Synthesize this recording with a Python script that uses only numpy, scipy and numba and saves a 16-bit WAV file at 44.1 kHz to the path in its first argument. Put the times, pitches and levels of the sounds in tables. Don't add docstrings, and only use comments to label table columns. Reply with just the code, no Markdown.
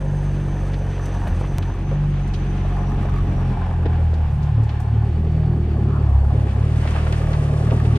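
import sys
import numpy as np
from scipy import signal
from scipy.fft import rfft, irfft, next_fast_len
from scipy.io import wavfile
from scipy.ndimage import uniform_filter1d
from numba import njit

SR = 44100
rng = np.random.default_rng(int(sys.argv[2]) if len(sys.argv) > 2 else 0)


def digitize_waveform(pressure):
    field = np.atleast_2d(pressure).T
    bounded = np.clip(field, -1, 1)
    quanta = np.round(bounded * 32767).astype(np.int16)
    wavfile.write(sys.argv[1], SR, quanta)


N = 351918
TOP_HZ = 15300

# time_s, lumpiness (1 lumpier and more distant-sounding, 0 even)
ENGINE_TONE = [(0, 1), (1.1, 0.91), (2.9, 0.0084), (4.6, 0.19)]


def from_db(db):
    return 10 ** (np.asarray(db) / 20)


def curves(table):
    times, *columns = np.transpose(table)
    return [np.interp(np.arange(N) / SR, times, column) for column in columns]


def unit(x):
    return x / np.sqrt(np.mean(x ** 2))


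def filtered(x, response):
    size = next_fast_len(x.shape[-1] + 4096)
    hz = np.maximum(np.arange(size // 2 + 1) * SR / size, 1)
    return irfft(rfft(x, size) * response(hz), size)[..., :x.shape[-1]]


def db_at(hz, points):
    point_hz, point_db = np.transpose(points)
    return np.interp(np.log(hz), np.log(point_hz), point_db)


def colour(x, points):
    return filtered(x, lambda f: from_db(db_at(f, points)))


def ring(x, modes):
    return filtered(x, lambda f: sum((-1) ** k * from_db(db) / (1 + 1j * (f * f - hz * hz) / (f * width))
                                     for k, (hz, width, db) in enumerate(modes)))


def wander(rate_hz):
    steps = rng.standard_normal(2048)
    path = np.interp(np.arange(N) / SR * rate_hz, np.arange(len(steps)), steps)
    return unit(uniform_filter1d(path, int(SR / rate_hz / 2)))


def shifting_ring(x, modes, wander_db=0.7):
    lumpiness, = curves(ENGINE_TONE)
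    return sum((-1) ** k * ring(x, [(hz, width, db)])
               * from_db(lumpy_db * lumpiness + wander_db * wander(3.053))
               for k, (hz, width, db, lumpy_db) in enumerate(modes))


def grains(per_second, spread_db):
    hits = rng.random((2, N)) < per_second / SR
    size = np.minimum(rng.exponential(size=(2, N)), 4)
    return unit(hits * from_db(spread_db * size) * rng.choice([-1, 1], (2, N)))


def sliding_band(hz, width_hz):
    slow = filtered(rng.standard_normal((2, 2, N)), lambda f: 1 / (1 + (f / width_hz) ** 4))
    phase = 2 * np.pi * np.cumsum(hz) / SR
    return unit(slow[0] * np.cos(phase) + slow[1] * np.sin(phase))


def engine_pulse(hitch_s=0.02):
    # time_s, firing_hz
    speed = [(0.0, 48.38), (1.21, 45.65), (1.55, 46.52), (1.68, 44.58), (2.01, 49.29), (2.4, 44.79),
             (2.45, 46.62), (3.28, 45.13), (4.26, 38.51), (4.29, 36.85), (5.05, 36.66), (5.16, 39.55),
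             (5.66, 38.75), (5.78, 36.17), (6.05, 36.39), (6.14, 33.48), (6.38, 36.27), (6.52, 33.27),
             (6.68, 38.35), (7.32, 38.53), (7.43, 36.11), (7.77, 38.61), (7.98, 36.77)]
    # time_s, slip_beats
    hitches = [(1.345, 0.26), (3.551, 0.1494), (4.291, 0.0509)]
    t = np.arange(N) / SR
    firing_hz, = curves(speed)
    slip = sum(beats * (1 + np.tanh((t - s) / hitch_s)) / 2 for s, beats in hitches)
    return firing_hz, np.cumsum(firing_hz) / SR - slip


def exhaust_levels(firing_hz):
    # frequency_hz, level_db
    pipe = [(35, -35), (45, -20.5), (67, -21.5), (74, -19.5), (80, -17), (98, -24.5), (110, -17.5),
            (128, -24), (137, -29), (147, -20), (160, -25), (176, -39), (195, -35)]
    # time_s, push_db (0 is steady)
    throttle = [(0, 1.5), (1.2, 1.5), (1.82, 0.3), (1.93, 2.5), (2.04, 2), (2.18, 1.9), (3.3, 2.5),
                (3.49, 3), (3.57, 1), (4.22, -3), (4.58, -2.1), (4.77, -4), (4.94, -4), (5.12, -3),
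                (5.5, 1.5), (5.68, -3.5), (5.85, -0.8), (6.15, -3.2), (6.4, -0.5), (6.78, -0.5),
                (6.88, -2.5), (7.45, 0.9), (7.98, -0.6)]
    brightening = [0.28, 0.04, 1.94, 2.36]
    # time_s, gain_db
    drone = [(0, -5), (1.3, -4), (2.1, -4.5), (2.7, -3), (3.6, -2.7), (4.05, -0.5), (4.45, -2.5), (5.3, -3),
             (6.0, 0.4), (6.15, 5.5), (6.35, 0.5), (7.0, -1), (7.2, -2.5), (7.98, -2)]
    # centre_s, harmonic_number, gain_db, half_width_s
    swells = [(1.357, 2, 6.5, 0.035), (2.95, 1, 1.5, 0.37), (3.55, 2, -15, 0.023), (3.631, 3, -11, 0.061),
              (4.45, 4, 5.5, 0.12), (4.603, 3, 9, 0.08), (4.97, 3, 10, 0.12), (5.115, 4, -6, 0.027),
              (5.217, 4, 5.5, 0.25), (5.676, 4, -11, 0.024), (6.163, 2, 2, 0.039), (6.877, 4, -3.5, 0.17),
              (7.166, 1, 4, 0.34), (7.48, 3, -4, 0.11), (7.73, 3, 3, 0.067), (7.898, 3, 6, 0.074)]
    t = np.arange(N) / SR
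    (push_db,), (drone_db,) = curves(throttle), curves(drone)
    levels_db = []
    for harmonic, gain in enumerate(brightening, start=1):
        swell_db = sum(db * np.exp(-((t - s) / half_width) ** 2)
                       for s, number, db, half_width in swells if round(number) == harmonic)
        pipe_db = db_at(harmonic * firing_hz, pipe)
        levels_db.append(pipe_db + drone_db + gain * push_db + swell_db + wander(9.1))
    return levels_db


def exhaust(cycle, firing_hz, lope_db=-27, lumpy_lope_db=8):
    # time_s, spread_rad
    smear = [(0, .65), (1.5, .65), (1.7, .95), (4.22, 1.05), (4.42, .15), (5.4, .25), (5.9, 0), (6.7, 0),
             (7.5, .1)]
    (spread,), (lumpiness,) = curves(smear), curves(ENGINE_TONE)
    levels_db = exhaust_levels(firing_hz)
    centre = (len(levels_db) - 1) / 2
    thuds = np.zeros(N)
    for k, db in enumerate(levels_db):
        shift = spread * (1 + (k - centre) ** 2)
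        thuds -= np.sqrt(2) * from_db(db) * np.cos(2 * np.pi * (k + 1) * cycle + shift)
    uneven = (0.025 + 0.05 * lumpiness) * wander(45)
    lope = from_db(lope_db + lumpy_lope_db * lumpiness) * np.cos(np.pi * cycle)
    return thuds * (1 + uneven + lope)


def exhaust_overtones(cycle, firing_hz):
    # frequency_hz, gain_db
    silencer = [(178, -5), (200, 0), (222, -10), (275, -10), (335, -6), (385, -7), (450, -17)]
    # time_s, level_db
    leak = [(0, -33.5), (3.2, -40.5), (4.3, -43), (4.9, -45.5), (5.302, -40), (5.68, -34.5), (6.0, -32.5),
            (6.2, -48), (7.03, -35.5), (7.17, -36), (7.98, -41)]
    hz, db = np.transpose(silencer)
    tones = np.zeros(N)
    for harmonic in range(5, 12):
        level_db = np.interp(harmonic * firing_hz, hz, db) + 2 * wander(3.9)
        tones += from_db(level_db) * np.cos(2 * np.pi * (harmonic * cycle + rng.random()))
    return tones * from_db(curves(leak)[0])


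def combustion(cycle, repeat_share, depth, decay_firings):
    size = 2048
    place = (cycle / 4 % 1) * size
    pattern = np.array([np.interp(place, np.arange(size), rng.standard_normal(size)) for _ in range(2)])
    noise = np.sqrt(repeat_share / 2) * pattern + np.sqrt(1 - repeat_share) * grains(1500, spread_db=2.5)
    return noise * (1 + depth * np.exp(-(cycle % 1) / decay_firings))


def engine_growl(cycle):
    # pitch_hz, width_hz, level_db, extra_when_lumpy_db
    pitches = [(200.6, 27, -6.5, 0.5), (273, 33, -8.5, 8), (331.7, 36, -4, 0), (379, 35, -1, 0),
               (431, 33, -2.5, -4)]
    # time_s, level_db
    loudness = [(0, -39), (1.0, -41), (1.55, -33.5), (1.85, -40.5), (2.5, -31), (3.3, -30.5), (3.7, -35),
                (4.1, -37), (4.35, -45.5), (5.0, -33.5), (5.35, -33), (5.85, -31), (6.15, -37.5),
                (6.45, -32.5), (7.15, -34.5), (7.98, -27)]
    pulses = shifting_ring(combustion(cycle, repeat_share=0.55, depth=1.3, decay_firings=0.25), pitches)
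    growl = colour(pulses, [(90, -6.5), (200, 5), (450, -11.5), (900, -18), (3000, -37)])
    return unit(growl) * from_db(curves(loudness)[0] + 1.42 * wander(11))


def diesel_clatter(cycle):
    # pitch_hz, width_hz, level_db, extra_when_lumpy_db
    pitches = [(718, 37, 9, -4.5), (832.5, 40, 9.5, -4.5), (929, 31, 2, 3), (1030.6, 23, 3.5, -0.5),
               (1150, 55, -3, -14), (1417, 110, -9, 0.5), (1683, 170, -8, 4), (1900, 120, -17.5, 8),
               (2330, 25, -15, -5)]
    # time_s, level_db
    loudness = [(0, -41), (1.4, -38.5), (2.15, -43.5), (3.45, -35), (4.1, -39), (4.351, -41),
                (4.801, -39.5), (5.55, -46.5), (6.15, -42.5), (6.6, -40), (7.4, -42), (7.75, -39)]
    knock = shifting_ring(combustion(cycle, repeat_share=0.69, depth=1.0, decay_firings=0.17), pitches)
    clatter = colour(knock, [(250, -14.5), (700, -3), (2500, -3), (6000, -20)])
    return unit(clatter) * from_db(curves(loudness)[0] + 1.8 * wander(7.1) + 1.5 * wander(40))


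def fittings_rattle(cycle, decay_firings=0.25):
    # pitch_hz, width_hz, level_db
    fittings = [(1126, 14, 5.5), (1237, 51, 0), (1662, 46, -10), (1786, 120, -10)]
    # time_s, level_db
    loudness = [(0, -54), (1.2, -48), (2.2, -53), (3.1, -42.5), (4.1, -58), (5.5, -52.5), (6.8, -49.5),
                (7.3, -43), (7.98, -44.5)]
    taps = grains(170, spread_db=2.5) * np.exp(-(cycle % 1) / decay_firings)
    return unit(ring(taps, fittings)) * from_db(curves(loudness)[0])


def turbo(flutter_hz=26, drift_hz=22, trim_db=-3):
    # time_s, pitch_hz, level_db
    run_down = [(0, 6200, -62), (1.0, 6060, -59.5), (1.5, 6080, -58), (1.85, 6060, -64), (2.05, 6270, -68),
                (2.5, 6030, -61), (2.95, 5850, -65), (3.28, 5890, -63.5), (3.55, 5530, -68),
                (3.75, 5350, -81), (4.6, 4300, -74.5), (5.4, 4480, -67.5), (7.98, 4650, -78)]
    hz, db = curves(run_down)
    wavering_hz = hz + flutter_hz * wander(150) + drift_hz * wander(16)
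    tone = np.sqrt(2) * np.sin(2 * np.pi * np.cumsum(wavering_hz) / SR)
    whistle = unit(tone + sliding_band(hz, width_hz=150))
    rush = sliding_band(hz * (1 + 0.011 * wander(5)), width_hz=200)
    flicker_db = 2.4 * wander(38)
    boost = np.interp(hz, [4700, 5500], [0, 1])
    return from_db(db + flicker_db + trim_db) * (np.sqrt(boost) * whistle + np.sqrt(1 - boost) * rush)


def tread_rumble(cycle):
    # pitch_hz, width_hz, level_db
    wheels = [(445, 63, -1.5), (534, 25, 6), (640, 65, 2), (1180, 66, -3.5)]
    # time_s, level_db
    loudness = [(0, -39.5), (2.25, -44), (3.6, -41.5), (4.101, -42), (4.4, -45.5), (5.1, -47), (5.35, -40),
                (6.1, -43.5), (6.35, -39.5), (7.1, -36), (7.65, -33.5), (7.98, -41)]
    drum = ring(combustion(cycle, repeat_share=0.66, depth=0.27, decay_firings=0.54), wheels)
    rumble = colour(drum, [(150, -12.5), (420, 6.5), (700, 0.5), (1400, -14.5), (4000, -36)])
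    return unit(rumble) * from_db(curves(loudness)[0] + 2 * wander(21))


def gravel(near, mono, grit_db=-13, hiss_db=-25, near_db=8, mono_db=6.5):
    # frequency_hz, level_db
    crunch_colour = [(300, -21.5), (600, 5.5), (1300, 5), (1800, 3), (2200, 2), (2800, -1), (4000, -13.5),
                     (5500, -21), (8000, -27.5), (12000, -56.5), (16000, -42.5)]
    # frequency_hz, level_db
    hiss_colour = [(2500, -23), (4500, 1.5), (6500, -1.5), (7900, -3), (8400, 3), (8950, 0), (9400, -3),
                   (11000, -9.5), (15000, -29.5)]
    # time_s, level_db
    loudness = [(0, -46), (1.55, -43.5), (1.75, -46), (2.7, -42.5), (4.3, -46.5), (6.2, -48.5),
                (6.7, -44.5), (6.92, -37.5), (7.3, -41.5), (7.98, -44)]
    crush = grains(9000, spread_db=0.5) + from_db(grit_db) * grains(650, spread_db=4.5)
    crunch = unit(colour(crush, crunch_colour)) * from_db(1.16 * wander(22))
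    hiss = unit(colour(grains(13000, spread_db=2.5), hiss_colour)) * from_db(1.6 * wander(54))
    hiss *= from_db(hiss_db + near_db * near + mono_db * mono)
    return (crunch + hiss) * from_db(curves(loudness)[0])


def wind():
    # time_s, level_db
    gusts = [(0, -34), (1.0, -32), (1.3, -25), (1.45, -30), (1.7, -28), (2.0, -32), (3.0, -30), (3.55, -28),
             (4.2, -34), (4.35, -25), (4.55, -34), (7.5, -37), (7.98, -30)]
    spectrum = [(10, -32.5), (26, -2), (45, -4), (90, -4), (170, -9), (300, -26.5), (1000, -70)]
    buffeting = colour(rng.standard_normal(N), spectrum)
    return unit(buffeting) * from_db(curves(gusts)[0] + 2 * wander(7))


def bursts(events, width_ratio, attack_share, spiky_db):
    out, t = np.zeros((2, N + SR)), np.arange(SR // 5) / SR
    for start_s, db, hz, decay_s in events:
        envelope = (1 - np.exp(-t / (attack_share * decay_s))) * np.exp(-t / decay_s)
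        impacts = rng.standard_normal((2, len(t))) * from_db(spiky_db * rng.standard_normal(len(t)))
        burst = ring(impacts * envelope, [(hz, width_ratio * hz, 0)])
        burst = ring(burst, [(hz, 2 * width_ratio * hz, 0)])
        burst = filtered(burst, lambda f: 1 / (1 + 1j * f / (0.84 * hz)) ** 2)
        start = int(start_s * SR)
        out[:, start:start + len(t)] += from_db(db) * unit(burst) * np.sqrt(decay_s / t[-1])
    return out[:, :N]


def knocks():
    # start_s, level_db, centre_hz, decay_s
    thuds = [(.131, -40, 610, 0.011), (.369, -33, 560, 0.011), (1.271, -27.5, 730, 0.0049),
             (1.41, -24.5, 780, 0.0038), (1.44, -29.5, 950, 0.0059), (1.584, -27, 752.6, 0.0053),
             (1.912, -28, 590, 0.019), (2.649, -28, 700, 0.0045), (3.052, -23, 640, 0.0022),
             (3.086, -33, 1330, 0.0063), (3.377, -33, 850, 0.015), (3.854, -24, 400, 0.0036),
             (3.859, -15, 414, 0.005), (4.016, -36, 755, 0.012), (4.129, -30.5, 650, 0.0077),
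             (4.575, -27, 339.3, 0.016), (6.07, -42, 910, 0.0057), (6.247, -40, 1200, 0.0091),
             (6.32, -33, 400, 0.047), (6.435, -32, 425, 0.023), (6.49, -39, 687, 0.0076),
             (6.615, -34, 394, 0.036), (6.851, -27.5, 790, 0.0082), (6.951, -27, 705, 0.011),
             (7.063, -35, 710, 0.0084), (7.127, -30, 754, 0.0073), (7.687, -31, 515, 0.0073),
             (7.714, -23.5, 630, 0.018)]
    return bursts(thuds, width_ratio=0.96, attack_share=0.12, spiky_db=4)


def stone_snaps(decay_s=0.013):
    # start_s, level_db, centre_hz
    stones = [(0.734, -41, 2640), (1.054, -51, 7500), (1.269, -36.5, 1880), (1.272, -57, 11500),
              (1.622, -39.5, 2580), (2.274, -58, 6600), (2.336, -41.5, 3600), (3.855, -36.5, 1900),
              (4.137, -53, 4340), (4.428, -54.5, 5000), (4.632, -58.5, 6460), (4.69, -42.5, 2670),
              (4.8, -56, 8700), (6.872, -33.5, 1900), (6.908, -42.5, 1600), (6.955, -30, 1460),
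              (6.982, -37.5, 1600), (7.065, -34, 1590), (7.124, -33, 2050), (7.33, -37, 2240),
              (7.702, -40, 2200), (7.849, -41, 2270), (7.955, -45.5, 3380)]
    snaps = [(start_s, db, hz, decay_s) for start_s, db, hz in stones]
    return bursts(snaps, width_ratio=0.94, attack_share=0.15, spiky_db=7)


def click(start_s=1.584, level_db=-11, decay_s=0.0001):
    t = (np.arange(N) - int(start_s * SR)) / SR
    return from_db(level_db) * (t >= 0) * np.exp(-np.abs(t) / decay_s)


def tyre_scrape():
    # time_s, centre_hz, level_db
    grind = [(5.75, 1294, -80.5), (5.85, 1285, -51), (5.94, 1197, -43), (6.1, 969, -40), (6.22, 763, -39),
             (6.28, 702, -51), (6.36, 695, -74)]
    hz, db = curves(grind)
    return sliding_band(hz, width_hz=260) * from_db(db + 2.6 * wander(45))


def chip_cracks(centre_hz=2800, width_hz=4500, decay_s=0.0016, trim_db=-3):
    # start_s, level_db
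    chips = [(6.8746, -37), (6.909, -35), (7.1247, -31), (7.3315, -40)]
    out, t = np.zeros((2, N + SR)), np.arange(SR // 50) / SR
    for start_s, db in chips:
        mode = [(centre_hz * 2 ** rng.uniform(-0.5, 0.5), width_hz, 0)]
        fracture = rng.standard_normal((2, len(t))) * np.exp(-t / decay_s)
        tick = ring(ring(fracture, mode), mode)
        start = int(start_s * SR)
        out[:, start:start + len(t)] += from_db(db + trim_db) * tick / np.abs(tick[0]).max()
    return out[:, :N]


@njit
def highpass(x, hz):
    y, band, low = np.empty(len(x)), 0., 0.
    for i in range(len(x)):
        g, damping = np.tan(np.pi * min(hz[i] / SR, 0.45)), np.sqrt(2.)
        v = (band + g * (x[i] - low)) / (1 + g * (g + damping))
        y[i] = x[i] - damping * v - (low + g * v)
        band, low = 2 * v - band, low + 2 * g * v
    return y


def mono_share(until_s=1.48, opening_s=0.14):
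    return np.exp(-np.maximum(np.arange(N) / SR - until_s, 0) / opening_s)


def microphone(sound, near, mono, bass_far_hz=400, bass_near_hz=190):
    # frequency_hz, gain_db
    housing = [(2030, -1.5), (2110, -1.5), (2230, -6), (2300, 2), (2400, -3), (2550, 1), (2740, -1.5),
               (3050, 1.5), (3180, -0.5), (3400, 2.5)]
    # frequency_hz, side_gain_db
    width = [(250, -41), (500, -9.5), (1000, -0.5), (2000, 0), (4000, 2.5), (8000, 4.5), (14000, 5.5)]
    mid, scattered = colour(sound, housing)
    direct_share = 0.17 + 0.35 * near
    side = direct_share * filtered(mid, lambda f: 1j) + np.sqrt(1 - direct_share ** 2) * scattered
    side = colour(side, width)
    mono_below_hz = bass_far_hz + (bass_near_hz - bass_far_hz) * near + TOP_HZ * mono
    side = highpass(side, mono_below_hz)
    side = highpass(side[::-1].copy(), mono_below_hz[::-1].copy())[::-1]
    side = side * from_db(-6 + 5 * near - 20 * mono ** 2)
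    return np.array([mid + side, mid - side])


def scene():
    # time_s, closeness (0 far behind, 1 beside the rear wheel)
    closeness = [(0, 0.19), (3, 0), (5.502, 0.19), (6.198, 0.6), (7.98, 1)]
    near, = curves(closeness)
    mono = mono_share()
    firing_hz, cycle = engine_pulse()
    tailpipe = exhaust(cycle, firing_hz) + exhaust_overtones(cycle, firing_hz)
    engine = engine_growl(cycle) + diesel_clatter(cycle) + fittings_rattle(cycle) + turbo()
    track = tread_rumble(cycle) + gravel(near, mono) + tyre_scrape()
    impacts = stone_snaps() + knocks() + chip_cracks()
    return microphone(engine + track + impacts, near, mono) + tailpipe + wind() + click()


def record(dry, fade_s=0.008):
    t = np.arange(N) / SR
    ease = np.sin(np.pi / 2 * np.clip(np.minimum(t, t[-1] - t) / fade_s, 0, 1)) ** 2
    top_cut = signal.ellip(8, 0.2, 70, TOP_HZ, fs=SR, output="sos")
    return signal.sosfilt(top_cut, dry * ease)


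dry = scene()
out = record(dry)
digitize_waveform(out)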